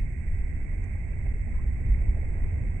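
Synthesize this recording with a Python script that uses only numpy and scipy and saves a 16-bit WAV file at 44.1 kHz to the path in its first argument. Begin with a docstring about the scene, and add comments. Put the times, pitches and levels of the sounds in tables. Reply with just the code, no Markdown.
"""Flood water sloshes and thumps against a car that wades slowly along a flooded road, heard inside.
The right front wheel throws the water up and the closed windows muffle it: coloured noise, bubbles, slaps.
The cabin rumbles in three bands of low noise, and short cosines that swell and fade thump the floor.
Fine spray grows as the water deepens; air gulps in the wheel arch as gliding tones.
A steady narrow noise whirrs far to the right, with a faint hiss and whine above it and one tiny click."""
import sys
import numpy as np
from scipy import signal
from scipy.fft import rfft, irfft
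from scipy.io import wavfile
from scipy.ndimage import uniform_filter1d

SR = 44100
rng = np.random.default_rng(int(sys.argv[2]) if len(sys.argv) > 2 else 0)


def int16_out(signal):
    """Quantize to a 16-bit WAV file."""
    q = np.round(np.clip(np.atleast_2d(signal).T, -1, 1) * 32767)
    wavfile.write(sys.argv[1], SR, q.astype(np.int16))


N = 123480
T, HZ = np.arange(N) / SR, np.fft.rfftfreq(N, 1 / SR)


def amp(db):
    """Decibels to gain."""
    return 10 ** (np.asarray(db) / 20)


def evened(x):
    """Scales to an rms of one."""
    return x / np.sqrt(np.mean(x ** 2) + 1e-20)


def read(points, hz):
    """Reads a table over frequency, in straight lines on a log-frequency axis."""
    f, value = np.transpose(points)
    return np.interp(np.log(hz + 1), np.log(f + 1), value)


def level(points):
    """Gain over time from rows of seconds and dB."""
    return amp(np.interp(T, *np.transpose(points)))


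def pan(db):
    """Left and right gains of mean power one; positive dB leans left."""
    gains = np.array([amp(np.atleast_1d(db) / 2), amp(-np.atleast_1d(db) / 2)])
    return gains / np.sqrt(np.mean(gains ** 2, 0))


def add(mix, s, sound):
    """Mixes a stereo sound in at a time, cut at the end of the mix."""
    part = mix[:, round(s * SR):][:, :sound.shape[1]]
    part += sound[:, :part.shape[1]]


def alike(a, b, same):
    """Left and right from two independent noises; same = 1 makes the sides equal, 0 unrelated."""
    return np.array([a, same * a + np.sqrt(1 - same ** 2) * b])


def noise(spectrum, same=0, pan_db=0):
    """Stereo noise of rms one with a given colour, likeness of the sides and balance."""
    a, b = rfft(rng.standard_normal((2, N)))
    coloured = alike(a, b, same) * pan(pan_db) * amp(read(spectrum, HZ))
    return evened(irfft(coloured, N))


def wander(rate_hz):
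    """Random drift of rms one, slower than about rate_hz and centred on zero."""
    lowpass = np.exp(-(HZ / rate_hz) ** 2) * (HZ > 0)
    return evened(irfft(rfft(rng.standard_normal(N)) * lowpass, N))


def steadied(x, size):
    """Evens out the chance swells of a noise with a running rms over size samples."""
    running_rms = np.sqrt(uniform_filter1d((x ** 2).mean(0), size) + 1e-9)
    return evened(x / running_rms)


def rumble():
    """Low noise bands: the body shudders, the cabin booms, the wet tyres drone; water thumps the floor."""
    # Deep shudder of the car body. Each row: frequency in Hz, relative level in dB per Hz.
    shudder_colour = [(5, -19.5), (14, -5.5), (23, -6), (30, -0.5), (38, 0.5), (50, -24), (90, -47.5),
                      (300, -94.5)]
    # Rise and fall of the shudder. Each row: time in seconds, level in dB.
    shudder_level = [(0, -22), (.15, -42.5), (.3, -26.5), (.55, -31.5), (.75, -29.5), (1.03, -36.5),
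                     (1.35, -27.5), (1.45, -35), (1.55, -26), (1.65, -33.5), (2.0, -28), (2.12, -28),
                     (2.35, -30.5), (2.45, -23.5), (2.58, -38), (2.76, -30)]
    # Cabin boom. Each row: frequency in Hz, relative level in dB per Hz.
    boom_colour = [(8, -30.5), (25, -18.5), (45, 0.5), (63, 1), (78, -2), (92, -1), (112, -12.5),
                   (135, -21.5), (200, -43), (600, -94)]
    # Rise and fall of the boom. Each row: time in seconds, level in dB.
    boom_level = [(0, -32.5), (.22, -34.5), (.35, -35.5), (.52, -31), (.62, -34.5), (.72, -34.5),
                  (.85, -32.5), (1.15, -31.5), (1.27, -29.5), (1.48, -31), (1.56, -34), (1.7, -25),
                  (1.78, -34), (1.88, -25.5), (2.08, -27.5), (2.33, -32), (2.46, -30.5), (2.66, -28),
                  (2.78, -32)]
    # Drone of the wet tyres. Each row: frequency in Hz, relative level in dB per Hz.
    drone_colour = [(40, -22), (100, -9), (125, -0.5), (155, 2), (185, -9), (215, -4), (280, -14.5),
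                    (450, -27.5), (900, -52.5), (2000, -87.5)]
    # Rise and fall of the drone. Each row: time in seconds, level in dB.
    drone_level = [(0, -41), (.16, -43), (.42, -46.5), (.56, -42.5), (.85, -45), (1.16, -44), (1.38, -46.5),
                   (1.47, -41.5), (1.68, -45), (1.88, -40.5), (2.17, -42), (2.35, -44), (2.64, -41.5),
                   (2.78, -42)]
    # Likeness of the two sides. Each row: frequency in Hz, likeness from 0 to 1.
    likeness = [(20, 0.99), (90, 0.93), (140, 0.65), (220, 0.83), (400, 0.65), (900, 0.51)]
    # Balance of the rumble. Each row: frequency in Hz, left minus right in dB.
    balance = [(20, -0.5), (90, -3), (160, -3), (220, -4.5), (300, -7.5), (900, 0.5)]
    # Heavy water on the floor pan. Each row: swell centre in seconds, level in dB, pitch in Hz.
    thumps = [(0.183, -23, 62), (0.284, -21.5, 52), (0.347, -22.5, 80), (0.407, -19.5, 52),
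              (0.8, -27, 95.5), (0.955, -25, 80), (1.293, -24, 50.6), (1.4, -27, 56), (1.562, -21.5, 51.5),
              (1.685, -19.5, 61.3), (1.922, -12.5, 50.5), (2.021, -20.5, 54.8), (2.096, -16, 49.8),
              (2.191, -21, 57.7), (2.415, -22, 54.7), (2.545, -22, 76), (2.705, -20, 62)]
    thump_half_s, thump_pan_db = .016, -2
    takeover = .45  # share of the steady boom that gives way to a thump

    same, side = read(likeness, HZ), read(balance, HZ)
    shudder = steadied(noise(shudder_colour, same, side), size=4000) * level(shudder_level)
    boom = steadied(noise(boom_colour, same, side), size=2400) * level(boom_level)
    drone = steadied(noise(drone_colour, same, side), size=3500) * level(drone_level)
    for s, db, hz in thumps:
        swell = np.exp(-((T - s) / thump_half_s) ** 2)
        thump = -pan(thump_pan_db) * amp(db) * np.cos(2 * np.pi * hz * (T - s))
        boom = boom * (1 - takeover * swell) + thump * swell
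    return shudder + boom + drone


def bubbles():
    """A swarm of short rising rings at random times; each pitch has its own place."""
    per_s, pitches, decay_cycles = 260, 24, 5.6  # per_s counts all pitches together
    spread_db = 1  # scale of a bubble's random boost, capped at three times this
    out, t = np.zeros((2, N)), np.arange(SR // 10) / SR
    for hz in np.geomspace(327.4, 1022, num=pitches):
        age = t * hz / decay_cycles
        rising = np.sin(2 * np.pi * hz * t * (1 + 0.036 * age))
        ring = (1 - np.exp(-age * 4)) * np.exp(-age) * rising
        hits = rng.random(N) < per_s / pitches / SR
        sizes = amp(spread_db * np.minimum(rng.exponential(1, N), 3))
        voice = signal.oaconvolve(hits * sizes, ring)[:N] * hz ** -.6  # higher pitches are weaker
        place, polarity = pan(rng.normal(-7.5, 5.9)), rng.choice([-1, 1], (2, 1))
        out += place * polarity * voice
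    return evened(out)


def wash():
    """Churning noise and bubbles under the car swell together; spray grows as the water deepens."""
    # Water heard through the body. Each row: frequency in Hz, relative level in dB per Hz.
    churn_colour = [(100, -24), (250, 1), (370, 4), (500, -5.5), (680, -4.5), (850, -8.5), (1020, -14),
                    (1250, -19), (1550, -18.5), (2100, -24), (2500, -29), (2950, -37.5), (3600, -47.5),
                    (4500, -58), (8000, -67.5)]
    # Balance of the churn. Each row: frequency in Hz, left minus right in dB.
    churn_balance = [(250, -5), (400, -5.5), (550, -6.5), (700, -9), (1000, -7.5), (1500, -6.5), (3000, -6)]
    # Swell of churn and bubbles together. Each row: time in seconds, level in dB.
    wash_level = [(0, -56.5), (.2, -58), (.45, -54.5), (.7, -54), (1, -54), (1.25, -53.5), (1.4, -55),
                  (1.53, -53.5), (1.72, -54.5), (1.87, -53), (2.08, -53), (2.2, -50.5), (2.32, -52.5),
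                  (2.4, -50), (2.52, -50), (2.78, -53)]
    # Fine spray on the side of the car. Each row: frequency in Hz, relative level in dB per Hz.
    spray_colour = [(800, -16), (1500, 3), (2300, 2), (2900, -13.5), (3600, -16), (4500, -31),
                    (8000, -41.5)]
    # Growth of the spray. Each row: time in seconds, level in dB.
    spray_level = [(0, -86.5), (1.1, -81), (1.8, -74.5), (2, -73), (2.45, -73.5), (2.78, -72)]
    bubbles_db = -10  # against the churn

    churn = noise(churn_colour, same=0.26, pan_db=read(churn_balance, HZ))
    churn = churn * amp(0.68 * wander(rate_hz=19))
    spray = noise(spray_colour, pan_db=-6) * level(spray_level)
    spray = spray * amp(1.6 * wander(rate_hz=45))
    return (churn + amp(bubbles_db) * bubbles()) * level(wash_level) + spray


def whirr():
    """A narrow, fluttering band of noise, far to the right, with a few brief rises in level."""
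    # Colour of the whirr. Each row: frequency in Hz, relative level in dB per Hz.
    whirr_colour = [(900, -42), (1400, -20.5), (1600, -8.5), (1770, -10), (1900, 0), (2050, 2), (2200, 0.4),
                    (2400, -7.5), (2650, -13), (2780, -27), (2900, -36.5), (3150, -44.5), (3520, -38),
                    (4000, -56), (6000, -82)]
    # Slow changes of the whirr. Each row: time in seconds, level in dB.
    whirr_level = [(0, -50), (.55, -49), (1.28, -49.5), (1.43, -50.5), (1.55, -49.5), (1.75, -50.5),
                   (1.93, -49), (2.25, -49.5), (2.6, -49.5), (2.78, -50.5)]
    # Brief rises in level. Each row: centre in seconds, rise in dB, half length in seconds.
    brief_rises = [(1.135, 8, 0.004), (1.266, 5, 0.0064), (1.945, 6.5, 0.0061)]
    left_db = -29  # against the right

    flutter_db = 0.49 * wander(rate_hz=69)
    for s, rise_db, half_s in brief_rises:
        flutter_db = flutter_db + rise_db * np.exp(-((T - s) / half_s) ** 2)
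    return noise(whirr_colour) * amp([[left_db], [0]]) * level(whirr_level) * amp(flutter_db)


def hiss_and_whine():
    """Faint high noise with a thin sine whose pitch wavers at random."""
    # Colour of the hiss. Each row: frequency in Hz, relative level in dB per Hz.
    hiss_colour = [(1000, -33), (4200, -31), (5000, -21), (6000, -12.5), (7000, -7.5), (7650, -3),
                   (7930, 4), (8130, -1.5), (8450, 4), (9000, -11)]
    hiss_db, whine_db, whine_pan_db = -68.5, -78.5, -21.5
    whine_hz = 7960 + 6 * wander(rate_hz=23)

    whine = np.sin(2 * np.pi * np.cumsum(whine_hz) / SR)
    hiss = amp(hiss_db) * noise(hiss_colour, pan_db=-0.5)
    return hiss + amp(whine_db) * pan(whine_pan_db) * evened(whine)


def splashes():
    """Dull slaps of water in the wheel arch: soft-edged noise bursts, each around its own pitch."""
    # Slaps of water. Each row: start in seconds, level in dB, centre in Hz.
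    slaps = [(.262, -38, 420), (.795, -40, 400), (.945, -42, 700), (1.055, -47, 602), (1.106, -36.5, 413),
             (1.252, -35, 570), (1.35, -33, 360), (1.465, -37.5, 595), (1.497, -44, 505), (1.53, -39, 450),
             (1.972, -45, 500), (2.008, -38.5, 480), (2.163, -36, 540), (2.222, -33, 520),
             (2.275, -38, 402), (2.345, -36.5, 480), (2.379, -34.5, 620), (2.595, -43.5, 450),
             (2.642, -34, 380), (2.742, -37, 360)]
    rise_s, t60_s, half_octaves, pan_db = 0.0092, 0.091, 0.54, -6

    out, t = np.zeros((2, N)), np.arange(SR // 5) / SR
    hz = np.fft.rfftfreq(len(t), 1 / SR) + 1  # kept above zero for the logarithm
    rise = 1 - np.exp(-t / rise_s)
    for s, db, centre in slaps:
        colour = np.exp(-(np.log2(hz / centre) / half_octaves) ** 2)
        a, b = irfft(rfft(rng.standard_normal((2, len(t)))) * colour, len(t))
        burst = steadied(alike(a, b, same=0.17), size=900)
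        add(out, s, pan(pan_db) * burst / 2 * rise * amp(db - 60 * t / t60_s))
    return out


def tick():
    """One tiny sharp click of trim: a noise burst with a faint, slower tail from the cabin."""
    # Colour of the click. Each row: frequency in Hz, relative level in dB.
    click_colour = [(1500, -14.5), (3300, -0.5), (4000, -13), (4700, -3), (5500, -5), (6500, 10),
                    (7500, -0.5), (9000, -1)]
    start_s, rise_s, click_db, pan_db = .8405, 0.00058, -56.5, -14
    t60_s, tail_db, tail_t60_s = 0.018, -14, .09  # the tail level is against the click

    age = np.maximum(T - start_s, 0)
    fade = amp(-60 * age / t60_s) + amp(tail_db - 60 * age / tail_t60_s)
    rise = np.minimum(age / rise_s, 1)
    return noise(click_colour, pan_db=pan_db) * rise * amp(click_db) * fade


def gurgle():
    """Air gulps in the wheel arch: large bubbles ring in a run, gliding up as they near the surface."""
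    # Run of large bubbles. Each row: start in seconds, level in dB, starting pitch in Hz.
    gulps = [(1.527, -59, 820), (1.531, -54.5, 1240), (1.545, -51, 1007), (1.576, -53.5, 890),
             (1.585, -47.5, 1027), (1.596, -55.5, 1246), (1.611, -55, 905)]
    rise_s, t60_s, pan_db = 0.0073, 0.1, -3
    glide_per_s, roughness = 1.8, 0.43  # glide as a share of the starting pitch

    out, t = np.zeros((2, N)), np.arange(SR // 8) / SR
    for s, db, hz in gulps:
        turns = np.cumsum(hz * (1 + glide_per_s * t)) / SR + rng.random()
        rough = evened(1 + roughness * wander(rate_hz=180)[:len(t)])
        ring = rough * np.sin(2 * np.pi * turns) * (1 - np.exp(-t / rise_s))
        add(out, s, pan(pan_db) * ring * amp(db - 60 * t / t60_s))
    return out


def scene():
    """Everything heard behind the windscreen."""
    return rumble() + wash() + whirr() + hiss_and_whine() + splashes() + tick() + gurgle()


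def record(dry):
    """The recorder's band limit: a steep low-pass without delay."""
    lowpass = signal.firwin(801, 8530, window=("kaiser", 9), fs=SR)  # cutoff in Hz
    padded = np.pad(dry, ((0, 0), (400, 400)), "reflect", reflect_type="odd")  # half the filter each end
    return signal.oaconvolve(padded, lowpass[None], "valid")


dry = scene()
out = record(dry)
int16_out(out)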